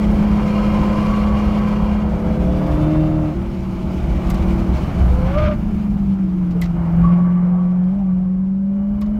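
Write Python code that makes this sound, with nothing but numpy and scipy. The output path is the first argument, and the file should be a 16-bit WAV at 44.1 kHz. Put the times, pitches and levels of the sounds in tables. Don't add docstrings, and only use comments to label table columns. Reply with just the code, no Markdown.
import sys
import numpy as np
from scipy import signal
from scipy.fft import rfft, irfft
from scipy.io import wavfile
from scipy.ndimage import uniform_filter1d

SR = 44100
rng = np.random.default_rng(int(sys.argv[2]) if len(sys.argv) > 2 else 0)


def natural_amplitude(level_db):
    exponent = np.asarray(level_db, float) / 20
    return 10 ** exponent


def transcribe(signal):
    frames = np.atleast_2d(signal).T
    limited = np.clip(frames, -1, 1)
    pcm = np.round(limited * 32767).astype(np.int16)
    wavfile.write(sys.argv[1], SR, pcm)


N = 405279

# (time [s], level [dB])
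CRUISE = [(0, -15), (.3, -16), (1.99, -18.5), (2.13, -23), (2.32, -21.5), (2.66, -33)]
PULL = [(2.02, -44), (2.46, -29.5), (2.95, -18), (3.27, -21.5), (3.36, -31)]
COAST = [(3.32, -32), (3.65, -34), (3.94, -35), (4.56, -27), (4.85, -35.5)]
EXIT = [(5.52, -25.5), (5.8, -22.5), (6.08, -17), (6.9, -18), (6.97, -11), (7.08, -10), (7.3, -13),
        (8.3, -16.5), (9.19, -18.5)]
CRUISE_ORDERS = {6: 0, 4: -27, 9: -20, 10: -21.5, 12: -23.5, 14: -24, 16: -26, 56: -38, 93: -40}, {5: -0.24,
                 11: -15}
PULL_ORDERS = ({8: 0, 4: 0.6, 3: -14, 5: -9.5, 6: -15.5, 16: -13, 20: -30, 70: -36}, {9: -5, 10: -6, 11:
               -13, 14: 1, 17: -12, 18: -3})
COAST_ORDERS = {9: 0, 5: 6.7, 6: -0.39, 10: -8.5}, {14: -1.5, 17: 0, 23: -3.5}
EXIT_ORDERS = {8: 0, 6: -22.5, 7: -27, 9: -26}, {10: 0, 16: 0.45}
# (start level [dB], peak time [s], peak level [dB], end level [dB])
SIDE_ORDERS = [
    (-24.5, 1.47, -31.5, -20.5),
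    (-39.5, 2.5, -32, -38),
    (-52, 3.5, -45.5, -43.5),
    (-59, 7.15, -38.5, -54),
]
# (time [s], crank speed [turns/s])
CRANK = [(0, 69.6), (.2, 69.2), (1.99, 69.4), (2.3, 71.5), (2.46, 72.8), (2.95, 77.4), (3.12, 77.8),
         (3.3, 76.3), (3.65, 75.2), (4.56, 74.1), (4.85, 72.2), (5.52, 54), (5.83, 52.2), (6.49, 44),
         (6.9, 42), (7.2, 44.1), (8.3, 46.3), (9.19, 53)]
SPIN_S, SPIN_WIDTH_S, SPIN_HZ = 7.98, .065, 4.4
SPIN_DB = -3
# (time [s], level [dB])
BLOWER = [
    (2.3, -62),
    (2.85, -57),
    (3.18, -62),
    (3.26, -68),
]

# (time [s], pitch [Hz], level [dB], octave level [dB])
SWEEPER_MOAN = [(.38, 501, -37, -30), (.45, 512, -30.5, -39), (.6, 513.3, -34, -49), (.85, 520, -33, -32.5),
                (1.1, 513, -35, -39), (1.3, 510, -35.5, -45.5), (1.95, 519, -37, -42)]
BRAKE_MOAN = [(5.06, 490.4, -37, -50), (5.25, 520, -29.5, -42), (5.33, 557, -30, -37),
              (5.375, 606, -19, -29), (5.44, 610, -21, -28), (5.53, 598, -23, -34.5), (5.56, 570, -39, -62)]
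# (time [s], level [dB])
EXIT_MOAN = [(7.42, -40.5), (7.85, -45), (7.98, -42), (8.12, -51), (8.3, -48), (8.5, -55), (8.76, -41),
             (9.19, -45)]
# (start [s], peak [s], end [s], peak level [dB], end level [dB])
SCRUBS = [
    (.05, .6, 2.1, -37.5, -45),
    (5.2, 5.457, 5.57, -35.5, -49.5),
    (6.929, 7.13, 7.19, -47.5, -55),
]
# (frequency [Hz], width [Hz], level [dB])
TREAD = [(1015, 90, 8), (1280, 50, 1), (1570, 60, -6), (2150, 170, -3), (2380, 170, -3), (2800, 110, -4),
         (3100, 150, -12), (4250, 200, -14), (4600, 160, -16), (5300, 350, -18)]
# (frequency [Hz], level [dB])
SLIDE = [(500, -32.5), (800, -13), (1400, 3), (1800, -7.5), (2300, -3), (2650, -8.5), (3100, -10),
         (4000, -19.5), (6000, -27), (9000, -50)]
# (start [s], end [s], first pitch [Hz], last pitch [Hz], peak level [dB])
SONGS = [(.92, 1.916, 1140, 1111, -34.5), (7.02, 7.14, 1137, 1127, -28), (7.12, 7.493, 1110, 1187, -38.5),
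         (7.5, 7.778, 1123, 1150, -42), (8.03, 8.206, 1153, 1150, -49.5), (8.2, 8.502, 1105, 1090, -56),
         (8.7, 9.0, 1132, 1173, -56), (7.446, 7.853, 770, 763, -46.5), (7.969, 8.1, 790, 760, -43),
         (8.178, 8.28, 726, 773, -48)]
BRAKING = [(4.8, 7, 178, 192, -22.5), (5.44, 5.72, 210, 160, -20.5), (4.95, 5.3, 63, 65, -11.5),
           (5.32, 5.56, 64, 78, -14.5), (6.86, 7.25, 60, 56, -25)]
WHINES = [(7.42, 7.95, 3080, 3150, -73), (8.62, 9.191, 2830, 3010, -69)]
DRONE = [(5.198, 5.699, 330, 320, -33.5), (6.153, 6.62, 325, 310.7, -33), (6.59, 7.1, 322, 331, -38.5)]
# (share of length rising, rise [dB], sag [dB], flutter [dB])
SWELLS = [
    (0.29, 2, 8.5, 3.5),
    (0.45, 4.5, 13.5, 1.5),
    (.7, 7, -2.5, 4),
    (.5, 3.5, 5.5, -0.5),
]

# (time [s], body level [dB], treble level [dB], decay T60 [s], ping strength [dB])
CLACKS = [(3.8272, -38, -69, 0.063, -6), (4.3023, -21.5, -37, 0.07, -5.5),
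          (4.3434, -27.5, -49.5, 0.093, -4), (6.5084, -36, -64, 0.084, -7.5),
          (6.6163, -17.5, -38, 0.07, -1.5), (6.636, -25, -53, 0.09, -1), (6.6558, -30, -59, 0.054, -1),
          (9.0125, -34.5, -51, 0.051, -10), (9.0161, -29, -54.5, 0.07, -4),
          (9.0594, -41.5, -69.5, 0.079, -5)]
# (frequency [Hz], level [dB])
FITTING = [(700, -14), (1100, -6.5), (1500, -14.5), (1850, -1), (2030, 3.5), (2300, -7), (2800, -10),
           (4000, -12), (5500, -15), (7000, -19.5), (9000, -38)]
SNAP = [(5000, -22), (7500, -3.5), (10500, -7), (13000, -1), (15000, -7.5), (15900, -18.5)]
PING_HZ = 1700, 2500
# (time [s], level [dB], pitch [Hz], decay T60 [s])
THUMP = [
    (6.549, -27, 450, 0.14),
    (9.014, -32, 1110, .08),
    (4.282, -44, 2250, .05),
]

# (time [s], road speed [dB], tyre load [dB], surface roughness [dB])
DRIVE = [(0, 1.5, -0.5, -2.5), (.9, 3.5, -0.5, -2), (1.6, 1.4, -0.5, -3), (2.1, -3.5, 1, 0.5),
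         (2.7, -0.5, 1.5, 1), (3.25, -4.5, .4, -.5), (3.55, -3.5, -6, -0.9), (3.85, -3.5, -4, 1.8),
         (4.3, .3, -1, 0), (5.15, -0.7, -1, 3.2), (5.45, -5, 2.5, 1), (5.619, -8.5, -1.5, 5),
         (6.35, -11, -3.5, 1), (6.949, -10.5, 6.5, 1.5), (7.4, -14.5, 7, -5.5), (8.0, -16, 1.5, -2),
         (8.55, -20.5, -1, -2.5), (9.19, -16, 1, 1.5)]
# (level [dB], share of speed, share of load)
FOLLOW = [
    (-22, 0.71, .1),
    (-20.5, 0.66, 0.17),
    (-30.5, 0.84, .95),
    (-45, 1.03, .05),
]
# (frequency [Hz], density [dB per Hz])
RUMBLE = [(12, -52.5), (22, -35.5), (30, -28.5), (40, 16.5), (52, 13.5), (66, 18.5), (85, -9.5), (120, -50)]
BOOM = [(60, 6), (100, 0), (140, 4.5), (185, 2.5), (230, -6.5), (320, -6.5), (400, -13.5), (450, -16.5),
        (600, -72.5)]
ROAR = [(300, -4), (440, -10.5), (500, -1), (620, 2), (900, -2), (1300, -6.5), (1450, -10), (1570, -11.5),
        (1800, -16.5), (2300, -18.5), (2600, -31), (2900, -24.5), (3400, -41), (4500, -58.5)]
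HISS = [(1000, -13), (1800, 3), (2300, 19), (2620, 11.5), (2950, 13.5), (3500, 7), (5000, 4), (7000, -2),
        (8000, -6), (10500, -9.5), (12500, -11), (16000, -15.5)]
# (time [s], level [dB])
BUMPS = [(.14, 5.5), (2.72, 2.5), (4.5, 1.5), (5.3, 2), (7.04, 6)]
GUSTS = [(2.75, 0), (4.0, 2.5), (4.8, 2.5), (5.8, 2.5), (6.12, 2)]


def engine():
    out = np.zeros(N)
    speed_hz, spin = crank()
    cam_hz = uniform_filter1d(speed_hz, size=2000) / 2
    states = [(CRUISE, CRUISE_ORDERS, .8, .12), (PULL, PULL_ORDERS, .9, .1),
              (COAST, COAST_ORDERS, 1.5, .2), (EXIT, EXIT_ORDERS, .6, .08)]
    for (rows, orders, waver_db, drift), side in zip(states, SIDE_ORDERS):
        s, fade, (lead_db,) = unroll(rows)
        span = slice(round(s * SR), round(s * SR) + len(lead_db))
        state_cam_hz = cam_hz[span]
        count = len(state_cam_hz)
        t = s + np.arange(count) / SR
        start_db, peak, peak_db, end_db = side
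        lead_db = lead_db[:count] + SPIN_DB * spin[span]
        side_db = np.interp(t, [s, peak, t[-1]], [start_db, peak_db, end_db]) + 3 * SPIN_DB * spin[span]
        for group, level_db in zip(orders, (lead_db, side_db)):
            for k, db in group.items():
                order = tone(state_cam_hz * k, waver_db, drift * (k / 8) ** .8, 14)
                add(out, s, fade[:count] * natural_amplitude(db + level_db) * order)
    return out + blower(cam_hz)


def blower(cam_hz):
    out = np.zeros(N)
    s, fade, (db,) = unroll(BLOWER)
    whine_hz = 93 * cam_hz[round(s * SR):][:len(db)]
    add(out, s, fade * natural_amplitude(db) * tone(whine_hz, 2.2, .6, 14))
    return out


def tyre_moans():
    out = np.zeros(N)
    speed_hz, spin = crank()
    times = np.linspace(EXIT_MOAN[0][0], EXIT_MOAN[-1][0], num=60)
    level_db = np.interp(times, *np.transpose(EXIT_MOAN))
    slip_hz = 11.5 * speed_hz + 37.9 * np.tanh(3 * spin)
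    driven_hz = np.interp(times * SR, np.arange(N), slip_hz)
    exit_moan = np.transpose([times, driven_hz, level_db, level_db - 21.5])
    for rows, rough in zip((SWEEPER_MOAN, BRAKE_MOAN, exit_moan), (.4, .36, .4)):
        s, fade, (hz, db, octave_db) = unroll(rows)
        hz = uniform_filter1d(hz, size=1500)
        moan = natural_amplitude(db) * tone(hz, 3 * rough, rough, 30)
        moan += natural_amplitude(octave_db) * tone(2 * hz, 2.2, 1.2 * rough, 30)
        add(out, s, fade * moan)
    return out


def tread_scrub():
    out = np.zeros(N)
    for (start, peak, end, peak_db, end_db), ringing in zip(SCRUBS, (.8, .2, .5)):
        s, fade, (db,) = unroll([(start, peak_db - 14.5), (peak, peak_db), (end, end_db)])
        slips = rng.standard_normal(len(db)) * natural_amplitude(2.6 * wander(len(db), 54))
        scrub = ringing * evened(rings(slips, TREAD)) + (1 - ringing) * coloured(slips, SLIDE)
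        add(out, s, fade * natural_amplitude(db + 7.0) * scrub)
    return out


def sliding_tones():
    out = np.zeros(N)
    for family, swell in zip((SONGS, BRAKING, WHINES, DRONE), SWELLS):
        share, rise_db, sag_db, flutter_db = swell
        for start, end, first_hz, last_hz, db in family:
            peak = start + share * (end - start)
            peak_hz = first_hz + share * (last_hz - first_hz)
            s, fade, (hz, level_db) = unroll([(start, first_hz, db - rise_db), (peak, peak_hz, db),
                                              (end, last_hz, db - sag_db)])
            add(out, s, fade * natural_amplitude(level_db) * tone(hz, flutter_db, 0.72, 25))
    return out


def clacks():
    out, t = np.zeros(N), np.arange(6000) / SR
    for s, db, treble_db, t60, ping_db in CLACKS:
        noise = rng.standard_normal(len(t))
        colour = [(hz, v + ping_db * (PING_HZ[0] < hz < PING_HZ[1])) for hz, v in FITTING]
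        body = coloured(noise, colour) * natural_amplitude(db - 7.5 - 60 * t / t60) * np.minimum(t / 0.0035, 1)
        snap = coloured(noise, SNAP) * natural_amplitude(treble_db + 3.5 - 90 * t / t60) * np.minimum(t / .0006, 1)
        add(out, s - .001, body)
        add(out, s - .0025, snap)
    return out


def panel_thumps():
    out, t = np.zeros(N), np.arange(9000) / SR
    for s, db, hz, t60 in THUMP:
        envelope = natural_amplitude(db - 60 * t / t60) * np.minimum(t / 0.012, 1)
        add(out, s, envelope * tone(hz + 0 * t, 2.5, 1.0, 40))
    return out


def road_and_wind():
    s, speed_db, load_db, surface_db = np.transpose(DRIVE)
    t, out = np.arange(N) / SR, np.zeros(N)
    shake_db = np.interp(t, s, surface_db) + humps(BUMPS, .073)
    layers = [(RUMBLE, 1.1, 1.2, .95), (BOOM, 1.2, .9, .9), (ROAR, 1.2, .9, .15),
              (HISS, 1.2, 1.3, .05)]
    sizes = (4096, 2048, 1024, 512)
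    for (colour, patchy_db, flicker_db, bumpy), size, (db, fast, loaded) in zip(layers, sizes, FOLLOW):
        hz = np.fft.rfftfreq(size, 1 / SR)
        a, b, patches = rng.standard_normal((N * 4 // size + 6, len(hz), 3), dtype=np.float32).T
        patches = uniform_filter1d(patches, size=5, axis=0)
        patches = evened(uniform_filter1d(patches, size=24, axis=1))
        density = natural_amplitude(read(colour, hz)[:, None] + patchy_db * patches).astype(np.float32)
        z = (a + 1j * b) * density
        noise = evened(signal.istft(z, nperseg=size, noverlap=size * 3 // 4)[1][:N])
        level_db = db + np.interp(t, s, fast * speed_db + loaded * load_db) + bumpy * shake_db
        if colour is HISS:
            level_db = level_db + humps(GUSTS, .061)
        out += noise * natural_amplitude(level_db + flicker_db * wander(N, 17))
    return out


def crank():
    t = np.arange(N) / SR
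    spin = np.exp(-((t - SPIN_S) / SPIN_WIDTH_S) ** 2)
    return np.interp(t, *np.transpose(CRANK)) + SPIN_HZ * spin, spin


def tone(hz, waver_db, drift, rate_hz):
    phase = 2 * np.pi * (np.cumsum(hz) / SR + rng.random()) + drift * wander(len(hz), rate_hz)
    return np.sqrt(2) * np.cos(phase) * natural_amplitude(waver_db * wander(len(hz), rate_hz))


def wander(count, hz):
    noise = rng.standard_normal(N // 64 + 2)
    slow = signal.sosfilt(signal.butter(2, hz, fs=SR / 64, output="sos"), noise)
    return evened(np.interp(np.arange(count) / 64, np.arange(len(slow)), slow))


def rings(x, modes):
    out = np.zeros(len(x))
    for hz, width, db in modes:
        peak = signal.iirpeak(hz, hz / width, SR)
        once = signal.lfilter(*peak, x)
        out += natural_amplitude(db) * evened(signal.lfilter(*peak, once))
    return out


def coloured(x, points):
    gain = natural_amplitude(read(points, np.fft.rfftfreq(len(x), 1 / SR)))
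    return evened(irfft(rfft(x) * gain, len(x)))


def read(points, hz):
    f, value = np.transpose(points)
    return np.interp(np.log(hz + 1), np.log(f + 1), value)


def evened(x):
    return x / np.sqrt(np.mean(x ** 2) + 1e-20)


def humps(rows, width):
    t = np.arange(0, N + 64, 64) / SR
    rise_db = sum(db * np.exp(-((t - at) / width) ** 2) for at, db in rows)
    return np.interp(np.arange(N) / SR, t, rise_db)


def unroll(rows, fade=0.031):
    s, *columns = np.transpose(rows)
    first, last = s[0] < .05, s[-1] > N / SR - .05
    t = np.arange(0 if first else s[0], N / SR if last else s[-1], 1 / SR)
    edge = np.minimum(1 if first else t - s[0], 1 if last else s[-1] - t)
    return t[0], np.clip(edge / fade, 0, 1), [np.interp(t, s, c) for c in columns]


def add(mix, s, sound):
    part = mix[round(s * SR):][:len(sound)]
    part += sound[:len(part)]


def scene():
    tyres = tyre_moans() + tread_scrub() + sliding_tones()
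    return (engine() + tyres + clacks() + panel_thumps() + road_and_wind())[None]


def roll_off(x):
    return signal.sosfilt(signal.butter(12, 15800, fs=SR, output="sos"), x)


def record(dry):
    low_cut = signal.butter(2, 27, "high", fs=SR, output="sos")
    limited = 1.177 * np.tanh(signal.sosfilt(low_cut, dry) / 1.232)
    taper = np.sin(np.pi / 2 * np.minimum(np.arange(N)[::-1] / 90, 1)) ** 2
    return roll_off(taper * limited)


dry = scene()
out = record(dry)
transcribe(out)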